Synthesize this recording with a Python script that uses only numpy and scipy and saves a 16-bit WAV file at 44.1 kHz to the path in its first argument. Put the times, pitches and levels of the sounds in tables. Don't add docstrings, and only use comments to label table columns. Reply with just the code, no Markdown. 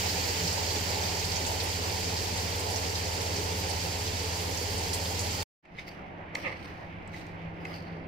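import sys
import numpy as np
from scipy import signal
from scipy.fft import rfft, irfft, next_fast_len
from scipy.io import wavfile
from scipy.ndimage import uniform_filter1d

SR = 44100
rng = np.random.default_rng(int(sys.argv[2]) if len(sys.argv) > 2 else 0)


def wav_out(sig):
    wavfile.write(sys.argv[1], SR, np.round(np.clip(np.atleast_2d(sig).T, -1, 1) * 32767).astype(np.int16))


N = 355887
TIME = np.arange(N) / SR
SIZE = next_fast_len(N, real=True)
FREQ = np.maximum(np.arange(SIZE // 2 + 1) * SR / SIZE, 1)
STOVE_END_S, TABLE_START_S = 5.43, 5.625
RIGHTWARD = np.array([[-1], [1]])

# (frequency [Hz], relative level [dB])
RUMBLE_TONE = [(20, -11), (45, 10), (70, 11), (110, 8.5), (150, 3.5), (250, -57.5)]
# (frequency [Hz], left minus right [dB])
STOVE_SIDES = [(60, 4.5), (110, -3), (200, -2.5), (400, -3), (800, -3.5), (1290, 1), (2400, -5),
               (4400, -2.5), (7200, -8.5), (9500, 0.5), (15000, -3)]
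# (frequency [Hz], left minus right [dB])
TABLE_SIDES = [(500, -0.5), (1300, -2.5), (2400, -5.5), (4400, 1.5), (15000, 11)]


def amp(db):
    return 10 ** (np.asarray(db) / 20)


def unit(x):
    return x / np.sqrt(np.mean(abs(x) ** 2))


def curve(points):
    hz, value = np.transpose(points)
    return np.interp(np.log(FREQ), np.log(hz), value)


def filtered(x, response):
    return irfft(rfft(x, SIZE) * response, SIZE)[..., :N]


def ring(hz, width):
    return 1 / (1 + 1j * (FREQ ** 2 - hz ** 2) / (FREQ * width))


def wander(rate):
    hold = max(int(SR / rate), 1)
    steps = np.repeat(rng.standard_normal(N // hold + 1), hold)
    return unit(uniform_filter1d(uniform_filter1d(steps, hold), hold)[:N])


def burst(start, fade):
    age = np.maximum(TIME - start, 0)
    return (1 - np.exp(-age / .0005)) * np.exp(-np.minimum(age / fade, 60))


def noise():
    return rng.standard_normal((2, N))


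def grains(rate, spread_db):
    dice, size = rng.random((2, N)), rng.exponential(size=(2, N))
    return unit((dice < rate / SR) * np.sign(noise()) * amp(spread_db * np.minimum(size, 3)))


def pips(count, low_hz, high_hz, cycles, spread_db):
    out, age = np.zeros((2, N)), np.arange(512) / SR
    for when, pitch, size, lag in rng.random((count, 4)):
        hz, start = low_hz * (high_hz / low_hz) ** pitch, int(when * (N - len(age)))
        wave = np.sin(2 * np.pi * (hz * age + np.array([[0], [lag]])))
        out[:, start:start + len(age)] += amp(spread_db * size ** 2) * np.exp(-age * hz / cycles) * wave
    return unit(out)


def turbulence(shared_db, own_db, rate):
    spectrum, out = rfft(noise(), SIZE), 0
    octave = np.clip(np.floor(np.log2(FREQ / 125)), 0, 6)
    for k in range(7):
        band = irfft(spectrum * (octave == k), SIZE)[:, :N]
        out = out + band * amp(own_db * wander(rate))
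    return unit(out * amp(shared_db * wander(rate)))


def stereo(pair, tone, sides):
    # (frequency [Hz], likeness [1 same, -1 opposite; clipped below])
    likeness = [(60, 0.5), (170, 1.2), (280, 0.7), (440, 0.64), (700, 0.26), (950, -0.03), (1280, -.5),
                (2200, 0.22), (4600, 0.45), (5500, 0), (7200, -0.25), (10000, 0)]
    alike = np.clip(curve(likeness), -.99, .99)
    mid, side = filtered(pair, tone * np.sqrt([1 + alike, 1 - alike]))
    balance = amp(np.outer([.5, -.5], curve(sides)))
    out = filtered(np.array([mid + side, mid - side]), balance)
    return out / np.std(out.mean(axis=0))


def well_up(steady_db, lower_db=16.7, settle_s=0.12):
    return amp(steady_db - lower_db * np.exp(-np.maximum(TIME - TABLE_START_S, 0) / settle_s))


def room_air():
    # (frequency [Hz], relative level [dB])
    air_tone = [(120, -8), (200, -3), (230, -10.5), (300, -4), (380, -7), (430, -11.5), (520, -9),
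                (800, -7.5), (1080, -14), (1500, -15.5), (2100, -13.5), (2800, -20.5), (3700, -32),
                (4700, -41), (8000, -59)]
    tone = amp(curve(air_tone)) / (1 + (FREQ / 9000) ** 2)
    air = stereo(turbulence(shared_db=0, own_db=1.12, rate=20), tone, TABLE_SIDES)
    rumble = stereo(noise(), amp(curve(RUMBLE_TONE)), TABLE_SIDES)
    return air * well_up(-45) + rumble * well_up(-53, lower_db=33, settle_s=0.39)


def fan(at_stove):
    pitches = [84.15, 100.05, 168.3]
    # (level at stove [dB], level at table [dB], flutter [dB], phase wobble [rad])
    tones = [(-39, -57, 0, 0.074), (-42.5, -54, -0.3, .08), (-51.5, -70, 3, 0.39)]
    out = 0
    for hz, (stove_db, table_db, flutter_db, wobble) in zip(pitches, tones):
        gain = amp((stove_db if at_stove else table_db) + flutter_db * wander(8.2))
        out = out + gain * np.sin(2 * np.pi * hz * TIME + wobble * wander(5))
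    return np.sqrt(2) * out


def far_fan():
    # (frequency [Hz], relative level [dB])
    draught_tone = [(30, -30), (150, -24), (200, -5), (270, 2), (380, 1), (550, -1), (1200, -30),
                    (4000, -70)]
    shift_at_s, shift_s = 7.18, 0.17
    shift = .5 + .5 * np.tanh(.5 * (TIME - shift_at_s) / shift_s)
    flutter = amp(2.3 * wander(38))
    overtone = np.sqrt(2) * flutter * np.sin(2 * np.pi * 166.7 * TIME + .28 * wander(38))
    draught = stereo(noise(), amp(curve(draught_tone)), TABLE_SIDES)
    hum = fan(at_stove=False) * amp(0.5 * wander(4.3))
    fade_in = np.clip((TIME - TABLE_START_S) / 0.74, 0, 1)
    return hum * fade_in + amp(-51.5) * shift * draught + overtone * well_up(-54.5 + 10.5 * shift)


def casing(tilt_db):
    # (pitch [Hz], width [Hz], relative level [dB])
    rings = [(535, 67, 6), (880, 110, 1), (1240, 61, 3.5), (1704, 91, 1.5), (2080, 160, 12),
             (2440, 190, 3.5), (2600, 120, 5), (4480, 280, -18), (5500, 240, -24), (8900, 120, -28)]
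    body = sum((-1) ** k * amp(db) * ring(hz, width) for k, (hz, width, db) in enumerate(rings))
    brightness = amp(tilt_db * np.log2(np.clip(FREQ, 1400, 8500) / 2000))
    return body * brightness / (1 + (FREQ / 7500) ** 4)


def finger_rubs():
    # (frequency [Hz], relative level [dB])
    skin_tone = [(800, -2), (2200, 7), (3000, 4), (3700, -3), (4600, 1), (5300, -4.5), (6300, -8.5),
                 (7400, -23), (8500, -16), (10000, -25), (12000, -22.5), (15500, -27)]
    # (firmest moment [s], level [dB], rise [s], fade [s], brightness [dB per octave],
    # pitch of the spot [Hz], strength of its ring [dB])
    strokes = [(5.795, -48.5, 0.021, 0.031, 0, 3700, -4), (5.883, -50.5, 0.0099, 0.016, 6.5, 4580, 5),
               (5.94, -60, 0.036, 0.069, 1.5, 4570, -14), (6.372, -50, 0.011, 0.058, 5, 5600, 6),
               (6.468, -45.5, 0.042, 0.07, -4.5, 8300, 14), (6.645, -68, .025, .025, 3, 8650, 22),
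               (6.675, -58, 0.066, 0.17, 2, 4800, 1), (7.165, -53.5, 0.035, 0.083, 4.5, 4600, -5),
               (7.42, -69, .024, 0.074, -1, 4600, 0), (7.69, -57, 0.039, 0.067, 7, 5000, 9),
               (7.765, -55, 0.025, 0.048, 3, 4500, 11), (7.88, -65, .04, .05, -5, 4400, 10),
               (7.945, -65.5, .012, 0.062, -4, 4700, 8)]
    hiss = stereo(grains(rate=3000, spread_db=-1.5), amp(curve(skin_tone)), TABLE_SIDES)
    grit = stereo(grains(rate=600, spread_db=-2), casing(tilt_db=1.5), TABLE_SIDES)
    catches = pips(count=8000, low_hz=3800, high_hz=6000, cycles=18, spread_db=5)
    friction = (amp(-1.5) * hiss + amp(-7.5) * grit + amp(-13) * catches) * amp(1.8 * wander(200))
    treble_octaves = np.log2(np.maximum(FREQ / 3500, 1))
    out = amp(-73) * friction
    for s, db, rise, fade, tilt_db, ring_hz, ring_db in strokes:
        swell = np.exp(-np.minimum(np.maximum((TIME - s) / fade, (s - TIME) / rise), 20))
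        bumps_db = 3 * np.interp(FREQ / 220, np.arange(128), rng.standard_normal(128))
        treble = amp(tilt_db * treble_octaves + bumps_db * (treble_octaves > 0))
        spot = 1 + amp(ring_db) * ring(ring_hz, width=170)
        out = out + amp(db) * filtered(friction * swell, treble * spot)
    return out


def grip_creaks():
    # (middle [s], level [dB], half length [s], brightness [dB per octave], spot's pitch [Hz])
    creaks = [(5.792, -45, 0.0091, 2, 2300), (6.37, -44, 0.03, -24, 2150), (6.464, -34, 0.0155, -5.5, 2500),
              (6.52, -42, 0.029, -9, 550), (7.147, -49, 0.013, 6, 2040), (7.193, -54, 0.019, 9, 2900),
              (7.722, -49, 0.031, -12, 2970)]
    slips, out = grains(rate=3000, spread_db=2.5), 0
    for s, db, half, tilt_db, ring_hz in creaks:
        swell = np.exp(-.5 * np.minimum(((TIME - s) / half) ** 2, 100))
        spot = amp(-7.5) * abs(unit(ring(ring_hz, width=640) ** 2))
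        body = np.hypot(abs(unit(casing(tilt_db))), spot)
        out = out + amp(db) * swell * stereo(slips, body, TABLE_SIDES)
    return out


def finger_clicks():
    # (time [s], level [dB], rattle fade [s], brightness [dB per octave],
    # ping pitch [Hz], ping level [dB], ping fade [s])
    clicks = [(5.654, -54, .0039, 3, 2290, -54, .003), (5.7855, -40.5, .0018, 1, 2140, -36, .004),
              (5.787, -51, .002, 5, 3700, -44.5, 0.0065), (5.7914, -45, .002, 5, 2245, -36, .005),
              (5.798, -46, .002, 8, 2230, -40, 0.0048), (5.8795, -47, .002, 8, 2090, -39, .003),
              (5.888, -49, .003, 7, 4560, -45, .006), (6.351, -37, .0018, 15, 5750, -35, .0022),
              (6.3528, -28, .0018, 9, 4400, -29, .0018), (6.354, -29, .0014, 4, 2070, -24, 0.0025),
              (6.476, -41, .002, -2, 2770, -37, .003), (6.532, -47, .004, 0, 4300, -52, .005),
              (7.076, -54, .003, 15, 7760, -47.5, .0025), (7.142, -47, .005, -1, 2010, -40, .008),
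              (7.267, -48, .002, 12, 2400, -55, .002), (7.652, -35, 0.0038, 5, 2590, -34, 0.0046),
              (7.7405, -50, .0018, 2, 4550, -38, .0026), (7.793, -55, .002, 4, 4550, -48, .0025)]
    chatter, out = np.sign(noise()), 0
    for s, db, fade, tilt_db, ping_hz, ping_db, ping_fade in clicks:
        snap = amp(-1.5) * (np.arange(N) == int(s * SR)) * np.sqrt(fade * SR / 2)
        rattle = chatter * (burst(s, fade) + amp(-23) * burst(s, fade=.035))
        ping = np.sqrt(2) * burst(s, ping_fade) * np.sin(2 * np.pi * ping_hz * (TIME - s))
        out = out + amp(db) * filtered(snap + rattle, unit(casing(tilt_db))) + amp(ping_db) * ping
    return out * amp(0.6 * RIGHTWARD)


def hiss_level():
    start_db, drop_db, draw_back_s = -34.5, 4, 1.8
    return amp(start_db - drop_db * (1 - np.exp(-TIME / draw_back_s)))


def simmer():
    pops = pips(count=2000, low_hz=3400, high_hz=7500, cycles=12, spread_db=20)
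    treble = 1 / (1 + (7000 / FREQ) ** 4) / (1 + FREQ / 9000)
    sizzle = stereo(grains(rate=2500, spread_db=1.5), treble, STOVE_SIDES)
    surges = amp(-56 + TIME + 3 * wander(45))
    return hiss_level() * amp(-9.5 + RIGHTWARD) * pops + surges * sizzle


def droplets(count, low_hz, high_hz):
    when, smallness = rng.random((count, 2)).T
    times = (np.arange(count) + when) * STOVE_END_S / count
    octaves = smallness * np.log2(high_hz / low_hz)
    return list(zip(times, -40 - 3.5 * octaves, low_hz * 2 ** octaves))


def spits():
    # (time [s], level [dB], middle pitch [Hz])
    main_spits = [(0.054, -35.5, 4550), (0.087, -32.5, 4730), (0.237, -38, 4640), (0.446, -41, 4680),
                  (0.473, -31.5, 5200), (0.574, -33, 4740), (0.700, -33, 4250), (0.918, -39, 4500),
                  (1.079, -36, 4480), (1.19, -33, 5260), (1.24, -34, 4900), (1.315, -33.5, 4900),
                  (1.355, -32, 5500), (1.46, -34.5, 7000), (1.598, -34, 4460), (1.63, -40, 10500),
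                  (2.04, -34.5, 5270), (2.164, -32, 4740), (2.703, -42, 9000), (2.757, -33, 5600),
                  (2.95, -33.5, 4800), (3.36, -34, 5350), (3.705, -36, 5140), (4.062, -35.5, 5200),
                  (3.595, -45, 12000), (4.57, -36, 5700), (4.929, -33, 5140), (4.933, -29, 7700),
                  (4.934, -39, 10500), (5.191, -32.5, 6450), (5.212, -44, 7500), (5.305, -37, 6000)]
    rise_s, edge_ratio = .004, 1.22
    crackle, out = grains(rate=7000, spread_db=5.5), np.zeros((2, N))
    lead_in = np.interp(TIME, [0, rise_s, rise_s + .001], [0, 1, 0])
    spray = (lead_in + burst(rise_s, fade=0.018))[:SR // 8]
    for s, db, hz in list(main_spits) + droplets(count=9, low_hz=6000, high_hz=10500):
        low, high = hz / edge_ratio, hz * edge_ratio
        band = signal.butter(2, [low, high], "bandpass", fs=SR, output="sos")
        share = (high - low) / (SR / 2)
        span = slice(int(s * SR), int(s * SR) + len(spray))
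        out[:, span] += amp(db) * signal.sosfilt(band, crackle[:, span] * spray) / np.sqrt(share)
    return out * amp(2.2 * RIGHTWARD)


def gas_jet():
    # (frequency [Hz], relative level [dB])
    jet_tone = [(900, -36), (1350, -10.5), (1950, -4), (2700, -5), (3150, -5.5), (3600, -9.5), (4200, -5.5),
                (4620, -0.5), (5200, -4), (6300, -8.5), (7150, -8), (8000, -12), (10700, -22), (12000, -19),
                (15500, -21.5)]
    # (frequency [Hz], relative level [dB])
    beam_tone = [(5000, -38), (7100, 3.5), (8200, -17), (11000, -26), (13000, -4.5), (15500, -4.5)]
    hiss = stereo(turbulence(shared_db=.35, own_db=.5, rate=60), amp(curve(jet_tone)), STOVE_SIDES)
    beam = stereo(noise(), amp(curve(beam_tone)), STOVE_SIDES)
    whistle = amp(-56.5 + 2 * wander(4.5)) * np.sin(2 * np.pi * 3207 * TIME + wander(16))
    return hiss * hiss_level() + amp(-43.5) * np.exp(-TIME / 1.6) * beam + whistle


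def flames():
    # (frequency [Hz], relative level [dB])
    flame_tone = [(80, -30), (130, -16), (175, -0.5), (205, -8.5), (285, -4.5), (340, -7), (430, -1.5),
                  (560, -4.5), (690, -7), (765, -5.5), (880, -1), (1100, -12.5), (1400, -15.5), (2000, -46)]
    # (pitch [Hz], width [Hz], level against roar [dB])
    gap_notes = [(429.5, 10, -6.5), (753, 5.6, 1.5)]
    hollow = abs(1 + sum(amp(db) * ring(hz, width) for hz, width, db in gap_notes))
    swirl = turbulence(shared_db=0.17, own_db=1.37, rate=25)
    roar = stereo(swirl, amp(curve(flame_tone)) * hollow, STOVE_SIDES)
    rumble = stereo(noise(), amp(curve(RUMBLE_TONE)), STOVE_SIDES)
    return amp(-38 - 0.25 * TIME) * roar + amp(-46.5) * rumble


def scene():
    stove_on = np.exp(-np.clip((TIME - STOVE_END_S) / .002, 0, 60))
    table_on = np.clip((TIME - TABLE_START_S) / 0.028, 0, 1)
    near_fan = fan(at_stove=True) * amp(-0.65 * RIGHTWARD)
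    stove = near_fan + flames() + gas_jet() + simmer() + spits()
    table = room_air() + far_fan() + finger_rubs() + grip_creaks() + finger_clicks()
    return stove_on * stove + table_on * table


def record(dry):
    top_hz = 15550
    return signal.sosfilt(signal.ellip(10, .2, 80, top_hz, fs=SR, output="sos"), dry)


dry = scene()
out = record(dry)
wav_out(out)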